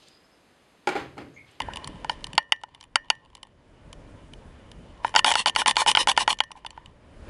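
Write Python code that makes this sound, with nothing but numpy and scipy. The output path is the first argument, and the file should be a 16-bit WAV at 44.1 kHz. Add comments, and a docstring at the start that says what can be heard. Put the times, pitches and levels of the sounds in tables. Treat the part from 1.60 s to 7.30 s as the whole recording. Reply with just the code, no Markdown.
"""Loose camera mount on a dog's harness, knocking on its plastic case right at the microphone, out on a lawn.
The dog runs, stops, then shakes itself: each blow is a click through damped case modes and sets a steel
fitting ringing. Buckles and rings clink as lighter clicks and slide over the case as swells of tiny contacts.
Behind them: grass and fur rustle, air buffeting and rushing on the case, low thuds and one swish, all shaped
noise; faint taps of loose parts; and scattered reflections of the hardware from ground and house wall."""
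import sys
import numpy as np
from scipy import signal
from scipy.io import wavfile
from scipy.ndimage import uniform_filter1d, minimum_filter1d

SR = 44100
rng = np.random.default_rng(int(sys.argv[2]) if len(sys.argv) > 2 else 0)


def file_out(sig):
    """Save sig as 16-bit WAV at sys.argv[1]."""
    # one column per channel
    cols = np.atleast_2d(sig).T
    # limit, then scale
    lim = np.clip(cols, -1, 1)
    pcm = np.round(lim * 32767).astype(np.int16)
    wavfile.write(sys.argv[1], SR, pcm)


N = 251189
T = np.arange(N) / SR
CUTOFF_HZ = 10950     # top of the range the camera keeps, owing to its low sampling rate
CONTACT_HZ = 18000    # treble edge of a blow of 0 dB brightness; softer blows push it down


def from_db(db):
    """Decibels to gain."""
    return 10 ** (np.asarray(db) / 20)


def rms(x):
    """Root mean square."""
    return np.sqrt(np.mean(x ** 2) + 1e-20)


def add(track, s, sound):
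    """Mix a sound into the track at time s."""
    at = max(round(s * SR), 0)
    track[at:at + len(sound)] += sound[:N - at]


def lowpass(x, hz):
    """Second-order treble cut."""
    return signal.sosfilt(signal.butter(2, hz, fs=SR, output="sos"), x)


def bandpass(x, low_hz, high_hz):
    """Keep what lies between two frequencies."""
    return signal.sosfilt(signal.butter(2, [low_hz, high_hz], "band", fs=SR, output="sos"), x)


def ring(force, hz, t60):
    """A unit click sets a sine of height 1 ringing; it falls 60 dB in t60 seconds."""
    r = np.exp(-np.log(1000) / (t60 * SR))
    w = 2 * np.pi * hz / SR
    return signal.lfilter([0, np.sin(w)], [1, -2 * r * np.cos(w), r * r], force + 1e-18)


def resonance(force, hz, width):
    """Two-pole band-pass with gain 1 on top."""
    r = np.exp(-np.pi * width / SR)
    feed = np.array([1, 0, -1]) * (1 - r * r) / 2
    return signal.lfilter(feed, [1, -2 * r * np.cos(2 * np.pi * hz / SR), r * r], force + 1e-18)


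def disperse(force, relative_width=0.63):
    """Bending waves carry the highs faster than the lows, so a click arrives smeared over a millisecond or two."""
    for hz in (950, 1500, 2900, 3300, 4800, 8000):
        force = force - 2 * resonance(force, hz, hz * relative_width)   # an all-pass
    return force


def body(force, modes, bright_db, scatter_db):
    """Damped modes answer a force, neighbours in opposite senses; brightness lifts those above the lowest."""
    out, force = 0, disperse(force)
    for k, (hz, width, db) in enumerate(modes):
        upper = np.interp(hz, [1000, 1500, 2800, 9000], [0, .5, 1, 1.35])   # share of the brightness
        mode_db = db + bright_db * upper + scatter_db * rng.standard_normal()
        out = out + (-1) ** k * from_db(mode_db) * resonance(force, hz, width)
    return out


def shift_modes(modes, detune):
    """Another spot of the case is touched: each mode moves by about this share of its frequency."""
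    return [(hz * (1 + detune * rng.standard_normal()), width, db) for hz, width, db in modes]


def blows(rows, modes, hard_db, scatter_db, grit, grit_s, detune=0.011):
    """Each blow is a click followed by a brief, bright grinding; where it lands shifts the modes a little."""
    out, t = np.zeros(N), T[:SR // 20]
    attack = round(.006 * SR)   # the level is set over the first 6 ms
    for s, level_db, bright_db in rows:
        force = grit * np.diff(rng.standard_normal(len(t) + 1)) * np.exp(-t / grit_s)
        force[0] += 1
        force = lowpass(force, min(CONTACT_HZ * from_db(bright_db / 2), .45 * SR))
        sound = body(force, shift_modes(modes, detune), bright_db + hard_db, scatter_db)
        add(out, s, from_db(level_db) * sound / rms(sound[:attack]))
    return out


def drift(per_s):
    """Random wander between knots, per_s of them a second; rms 1."""
    knots = rng.standard_normal(400)
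    wander = np.interp(T * per_s % 399, np.arange(400), knots)
    return wander / rms(wander)


def banded_noise(spectrum, patchy_db, flicker_per_s):
    """Half-octave bands of noise, each flickering partly on its own; rms 1."""
    points, out, together = np.array(spectrum), 0, drift(flicker_per_s)
    edges = 20 * 2 ** np.arange(0, 9.6, .5)
    white = rng.standard_normal((2, N))   # neighbouring bands draw on different noise
    for k, (low, high) in enumerate(zip(edges, edges[1:])):
        band = bandpass(white[k % 2], low, high)
        db = np.interp(np.log(low * high) / 2, np.log(points[:, 0]), points[:, 1])
        flicker_db = patchy_db * (together + drift(flicker_per_s))
        out = out + band * from_db(db + flicker_db)
    return out / rms(out)


# the dog runs, then shakes itself and settles: [from t/s, to t/s]
MOVING_SPANS = [(0, 1.87), (3.35, 5.3)]


def moving(s):
    """True while the dog is in motion."""
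    return np.any([(s >= start) & (s < end) for start, end in MOVING_SPANS], axis=0)


# air flow past the case, the reference for the three layers below: [t/s, level/dB]
AIR_FLOW = [(0.0, -45.5), (0.22, -48), (0.63, -50.5), (0.78, -56), (0.86, -66), (1.84, -64), (2.38, -53),
            (2.66, -53.5), (3.16, -53), (3.62, -52.5), (3.82, -61), (3.93, -56.5), (4.44, -54.5),
            (4.62, -50), (4.79, -62.5), (5.01, -62), (5.52, -55), (5.7, -46.5)]
# relative spectra of the air's buffeting and rushing: [f/Hz, density/dB per Hz]
BUFFET_SPECTRUM = [(20, 2.5), (55, 2), (100, -1.5), (170, -5), (300, -19.5), (700, -44.5)]
RUSH_SPECTRUM = [(100, -9.5), (190, -6), (265, 2.5), (360, -4), (520, 1), (800, -11.5), (1400, -11.5),
                 (2200, -16.5), (4000, -25), (10000, -35.5)]
# relative spectrum of grass and fur before the hardware colours it: [f/Hz, density/dB per Hz]
RUSTLE_SPECTRUM = [(300, -6.5), (900, 8), (1500, 8), (2100, 5), (3000, -0.5), (4500, -2), (7000, -6.5),
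                   (11000, -11.5)]
BUFFET_DB, RUSH_DB = 3.5, -0.5                   # relative to the flow
RUSTLE_MOVING_DB, RUSTLE_STILL_DB = -2, -9.5     # relative to the flow


def background():
    """Air buffets and rushes on the case; grass and fur excite the hardware's modes, more while the dog moves."""
    flow = from_db(np.interp(T, *np.transpose(AIR_FLOW)))
    activity = uniform_filter1d(moving(T).astype(float), size=SR // 5)
    brush = from_db(RUSTLE_STILL_DB + (RUSTLE_MOVING_DB - RUSTLE_STILL_DB) * activity)
    brushing = banded_noise(RUSTLE_SPECTRUM, patchy_db=2.5, flicker_per_s=17)
    rustle = body(brushing, HARDWARE_MODES, 0, 0)
    buffet = from_db(BUFFET_DB) * banded_noise(BUFFET_SPECTRUM, patchy_db=2.0, flicker_per_s=22)
    rush = from_db(RUSH_DB) * banded_noise(RUSH_SPECTRUM, patchy_db=0.77, flicker_per_s=9.8)
    return flow * (buffet + rush + brush * rustle / rms(rustle))


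# a soft gliding swish during the run: [t/s, centre f/Hz, level/dB]
SWISH_GLIDE = [(0, 2100, -40), (0.071, 1610, -54), (0.119, 1664, -47), (0.18, 2000, -65), (0.28, 1977, -88)]


def swish(width_hz=170):
    """A narrow band of noise, shifted up to a centre that dips in pitch and rises again."""
    s, hz, db = np.transpose(SWISH_GLIDE)
    narrow = lowpass(rng.standard_normal(N) + 1j * rng.standard_normal(N), width_hz)
    carrier = np.exp(2j * np.pi * np.cumsum(np.interp(T, s, hz)) / SR)
    sound = np.real(narrow * carrier)
    return from_db(np.interp(T, s, db)) * sound / rms(sound)


def jiggle(per_s=18.0, softest_db=-60.5):
    """While the dog moves, loose parts keep tapping faintly, some dull and some bright."""
    draws = rng.random((round(per_s * T[-1]), 3))
    taps = [(u * T[-1], softest_db + 8 * size, -14 + 24 * hard) for u, size, hard in draws]
    taps = [tap for tap in taps if moving(tap[0])]
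    return blows(taps, HARDWARE_MODES, hard_db=-6.0, scatter_db=-2.5, grit=0.13, grit_s=0.0012)


# single knocks of the mount against its stop, before the mount's gain: [t/s, level/dB, brightness/dB]
SINGLE_KNOCKS = [(0.0024, -23.5, -6), (0.0843, -30.5, -66), (0.4453, -28.5, -14), (0.4952, -19.5, -5.5),
                 (0.7786, -9.5, 2), (0.9214, -12, 8), (1.0352, -32.5, -9), (1.3566, -12, 7),
                 (1.501, -13, 6.5), (3.4463, -16.5, -34), (3.5405, -26.5, -19), (3.551, -17, -5),
                 (3.5912, -15, 2), (3.7147, -15.5, -7), (4.0172, -21.5, -16), (4.2171, -17, -17.5),
                 (4.3501, -13.5, 1.5), (4.8032, -14, 2), (4.9055, -42.5, -38), (4.9523, -46.5, -36),
                 (5.0477, -34.5, -23), (5.1756, -36.5, -32)]
# the shake: each swing throws the mount against its stop, then the hardware slides across the case:
# [t/s, knock level/dB before the mount's gain, knock brightness/dB, slide length/s, slide level/dB]
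SHAKE_SWINGS = [(3.5612, -9, 2, 0.035, -24), (3.645, -13, 2.5, 0.075, -18),
                (3.7541, -15.5, -0.5, 0.063, -23), (3.859, -15, -2.5, 0.036, -19.5),
                (3.961, -15, 0.5, 0.059, -23), (4.0596, -16, -5, 0.05, -16.5),
                (4.167, -14.5, -2, .058, -20.5), (4.262, -18, -10.5, 0.052, -15.5),
                (4.3711, -11.5, -5.5, 0.057, -20.5), (4.4722, -16, -6, 0.042, -17),
                (4.5755, -12, -1, 0.054, -22.5), (4.6771, -13.5, -5.5, .05, -21.5)]
# the mount falls back once after each swing's knock
REBOUND_S, REBOUND_LOSS_DB, REBOUND_DULL_DB = .007, 13.5, 16


def knocks():
    """Single knocks, and a knock with its rebound for each swing: (s, level dB, brightness dB)."""
    rows = list(SINGLE_KNOCKS)
    for s, level_db, bright_db, _, _ in SHAKE_SWINGS:
        rows.append((s, level_db, bright_db))
        rows.append((s + REBOUND_S, level_db - REBOUND_LOSS_DB, bright_db - REBOUND_DULL_DB))
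    return rows


# damped modes of the case, struck through the mount, before shift and scatter: [f/Hz, width/Hz, level/dB]
CASE_MODES = [(310, 120, -33.5), (584, 11, -13.5), (896, 94, 5.5), (1032, 62, -0.5), (1398, 250, -1),
              (1519, 110, -3.5), (1732, 16, -14), (1860, 42, -2), (2076, 440, -5), (2445, 65, -10.5),
              (2840, 220, -0.5), (3165, 337, 1.5), (3270, 190, -5), (3680, 130, -8.5), (4490, 170, -6.5),
              (5370, 330, -15), (5280, 360, -28.5), (6970, 250, -18.5), (8000, 830, -29.5),
              (9830, 470, -28), (9900, 180, -32.5)]


def mount():
    """Dry plastic clacks at each hard stride and each turn of the shake."""
    clacks = blows(knocks(), CASE_MODES, hard_db=-0.5, scatter_db=2.97, grit=0.07, grit_s=0.003, detune=0.016)
    return from_db(0.5) * clacks


# ringing modes of the steel fitting: [f/Hz, level/dB, t60/s]
STEEL_MODES = [(1800, 1.5, 0.22), (1893, -3.5, 0.25), (2380, -9.5, 0.094), (2490, -5.5, 0.038),
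               (2930, -2, 0.12), (2920, -12, 0.26), (3000, -21, .23), (5750, -25, .2), (5970, -42, .2),
               (9600, -31, .17)]


def steel(touches, knock_db=-25.0, clink_db=-24.0, softness=0.067):
    """Every knock and clink leaves the fitting ringing; soft blows excite it less."""
    force = np.zeros(N)
    for rows, coupling_db in ((knocks(), knock_db), (touches, clink_db)):
        for s, level_db, bright_db in rows:
            add(force, s, from_db([level_db + coupling_db + softness * min(bright_db, 0)]))
    return sum(from_db(db) * ring(force, hz, t60) for hz, db, t60 in STEEL_MODES)


# a buckle or ring touches the case, before the buckles' gain: [t/s, level/dB]
SINGLE_CLINKS = [(0.018, -34.5), (0.1347, -37), (0.158, -35), (0.1697, -33), (0.2433, -35.5),
                 (0.2738, -34.5), (0.642, -30.5), (0.6677, -40.5), (0.731, -37.5), (0.7518, -44.5),
                 (1.147, -46.5), (1.21, -45), (1.227, -48.5), (1.2384, -49), (1.7509, -43.5), (1.8298, -39),
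                 (2.3284, -42.5), (2.7348, -44), (3.1154, -46.5), (3.738, -24), (4.7874, -37),
                 (4.8365, -39.5), (4.9157, -38.5), (5.0634, -33), (5.1048, -43.5), (5.2587, -45.5)]
CLINK_BRIGHT_DB, SLACK_BRIGHT_DB, CATCH_BRIGHT_DB = 7, 5, 5   # single, ahead of the knock, within or closing a slide
SLACK_LEAD_S, SLACK_DB = .011, -33.5   # a light touch as the strap tightens, just ahead of the knock
LANDING_COUNT, LANDING_DB = 2, -4      # hard landings within a slide, relative to its closing clink


def clinks():
    """Single clinks; per swing landings and a closing clink, on the smooth side a touch ahead: (s, dB, bright dB)."""
    rows = [(s, level_db, CLINK_BRIGHT_DB) for s, level_db in SINGLE_CLINKS]
    rows += [(swing[0] - SLACK_LEAD_S, SLACK_DB, SLACK_BRIGHT_DB) for swing in SHAKE_SWINGS[::2]]
    for k, (s, _, _, length, slide_db) in enumerate(SHAKE_SWINGS):
        catch_db = slide_db + SWING_SIDES[k % 2][-1]
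        rows.append((s + length, catch_db, CATCH_BRIGHT_DB))
        for share in rng.uniform(0.21, .8, LANDING_COUNT):
            rows.append((s + share * length, catch_db + LANDING_DB, CATCH_BRIGHT_DB))
    return rows


# damped modes of the buckles and rings pressed on the case, before shift and scatter:
# [f/Hz, width/Hz, level/dB]
HARDWARE_MODES = [(250, 240, -20.5), (530, 93, -13), (860, 118, -1), (1046, 121, -0.5), (1510, 1000, -20.5),
                  (1797, 200, -8.5), (2060, 180, -10.5), (2394, 170, -9), (2902, 190, -0.5),
                  (3113, 180, -2.5), (3503, 130, -5), (3980, 1600, -13.5), (4400, 260, -9),
                  (4870, 140, -18.5), (5670, 72, -14.5), (6120, 50, -19.5), (6880, 180, -17.5),
                  (6970, 120, -18), (7600, 200, -15.5), (7450, 460, -23), (9200, 150, -14),
                  (9490, 230, -22), (10700, 200, -21.5)]


def buckles(touches):
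    """Light, bright touches of metal on the case."""
    return from_db(1.0) * blows(touches, HARDWARE_MODES, hard_db=-2.5, scatter_db=3.5, grit=0.088, grit_s=.0014)


# dull thuds of the paws, carried through the harness: [t/s, level/dB, centre f/Hz]
PAW_THUDS = [(0.25, -38, 109), (0.29, -39.5, 195), (0.335, -42, 130), (0.68, -43, 110), (0.735, -40.5, 150)]
SWAY_S, SWAY_DB, SWAY_HZ = 0.036, -50.5, 184   # the body thuds this long after each swing's knock


def thuds(rise_s=0.0083, relative_width=0.64):
    """Each soft impact of paw or body is a short swell of low noise."""
    out, t = np.zeros(N), T[:SR // 8]
    swell = t / rise_s * np.exp(1 - t / rise_s)
    sways = [(swing[0] + SWAY_S, SWAY_DB, SWAY_HZ) for swing in SHAKE_SWINGS]
    for s, level_db, hz in list(PAW_THUDS) + sways:
        noise = rng.standard_normal(len(t))
        for _ in range(2):
            noise = resonance(noise, hz, hz * relative_width)
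        add(out, s, from_db(level_db) * swell * noise * rms(swell) / rms(swell * noise))
    return out


# light skids outside the shake's slides: [start t/s, length/s, level/dB]
LIGHT_SKIDS = [(0.493, 0.062, -41.5), (1.506, 0.041, -49), (3.433, 0.089, -38.5), (4.959, 0.053, -48.5)]
SKID_PEAK_SHARE, SKID_PER_S, SKID_BRIGHT_DB = 0.26, 1500, -9   # share of length, contacts per s, dB
# swings alternate: to one side a late, smooth zip; to the other an early, bouncing slide that ends in a clink:
# [start, peak and end as shares of the slide length, contacts per s, brightness/dB, closing clink/dB over slide]
SWING_SIDES = [(-.05, .65, 1.23, 4185, 1, -14.5), (.05, 0.41, 1.253, 1943, -0.77, -3)]


def slides():
    """Light skids, and a slide for each swing: (start s, peak s, end s, level dB, contacts per s, brightness dB)."""
    rows = []
    for s, length, level_db in LIGHT_SKIDS:
        rows.append((s, s + SKID_PEAK_SHARE * length, s + length, level_db, SKID_PER_S, SKID_BRIGHT_DB))
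    for k, (s, _, _, length, slide_db) in enumerate(SHAKE_SWINGS):
        start, peak, end, per_s, bright_db, _ = SWING_SIDES[k % 2]
        rows.append((s + start * length, s + peak * length, s + end * length, slide_db, per_s, bright_db))
    return rows


def bounces(t, gap_s, fade_s):
    """Loose metal bounces at uneven intervals; each landing sets off a brief flurry."""
    landings = np.cumsum(gap_s * rng.uniform(.4, 1.6, 100)) - gap_s * 2
    strength = rng.uniform(.5, 1, 100)
    last = np.maximum(np.searchsorted(landings, t) - 1, 0)
    return strength[last] * np.exp(-np.abs(t - landings[last]) / fade_s)


SLIDE_DETUNE = .025   # each slide runs over another spot of the case


def chatter(edge_db=-24.0, spread_db=4.0, scatter_db=2.5, direct_db=-20.5, direct_hz=1500):
    """Hardware dragged over the case: a swell of tiny contacts, heard through the modes and directly."""
    out, t = np.zeros(N), T[:SR // 5]
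    from_peak = t - t[-1] / 2
    for start, peak, end, level_db, per_s, bright_db in slides():
        chance, size = rng.random(len(t)), rng.standard_normal(len(t))
        sizes = from_db(spread_db * np.minimum(size, 1))
        force = (chance < per_s / SR) * sizes * rng.choice([-1, 1], len(t))
        # a fast skid is a smooth zip, a slow one breaks into bounces
        looseness = min((3400 / per_s) ** 2, 5)
        force = force * (1 + looseness * bounces(t, gap_s=.006, fade_s=.0012))
        crackle = bandpass(force, direct_hz, CUTOFF_HZ)
        through_modes = body(force, shift_modes(HARDWARE_MODES, SLIDE_DETUNE), bright_db, scatter_db)
        sound = through_modes + from_db(direct_db + bright_db) * crackle
        # the swell is down by edge_db at the start and end of the slide
        reach_s = np.where(from_peak < 0, max(peak - start, .005), max(end - peak, .005))
        swell = from_db(edge_db * (from_peak / reach_s) ** 2)
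        add(out, peak - t[-1] / 2, from_db(level_db) * swell * sound * rms(swell) / rms(swell * sound))
    return out


def yard(x, t60=0.14, dull_hz=2800):
    """Scattered reflections from the ground and the house wall: dulled noise that dies away."""
    t = T[:SR // 4]
    echo = rng.standard_normal(len(t)) * np.exp(-np.log(1000) * t / t60) * (1 - np.exp(-t / 0.003))
    echo = lowpass(echo, dull_hz)
    return signal.fftconvolve(x, echo / np.sqrt(np.sum(echo ** 2)))[:N]


def scene():
    """The harness hardware right at the microphone, over the background."""
    touches = clinks()
    hardware = mount() + buckles(touches) + chatter() + steel(touches)
    reflections = from_db(-38.5) * yard(hardware)
    return (hardware + reflections + thuds() + background() + swish() + jiggle())[None]


def record(dry, release_db_per_s=1800):
    """A fast limiter holds the hardest knocks just below full scale; the top is cut."""
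    top_cut = signal.cheby1(18, .3, CUTOFF_HZ, fs=SR, output="sos")
    level_db = 20 * np.log10(np.abs(signal.sosfilt(top_cut, dry)) + 1e-9)
    over_db = np.maximum(level_db + .3, 0)   # the ceiling is -0.3 dB
    release = release_db_per_s * T
    held_db = np.maximum.accumulate(over_db + release, axis=-1) - release
    # the gain dips slightly ahead of each peak, with rounded corners
    gain = uniform_filter1d(minimum_filter1d(from_db(-held_db), size=41), size=21)
    return signal.sosfilt(top_cut, dry * gain)


dry = scene()
out = record(dry)
file_out(out)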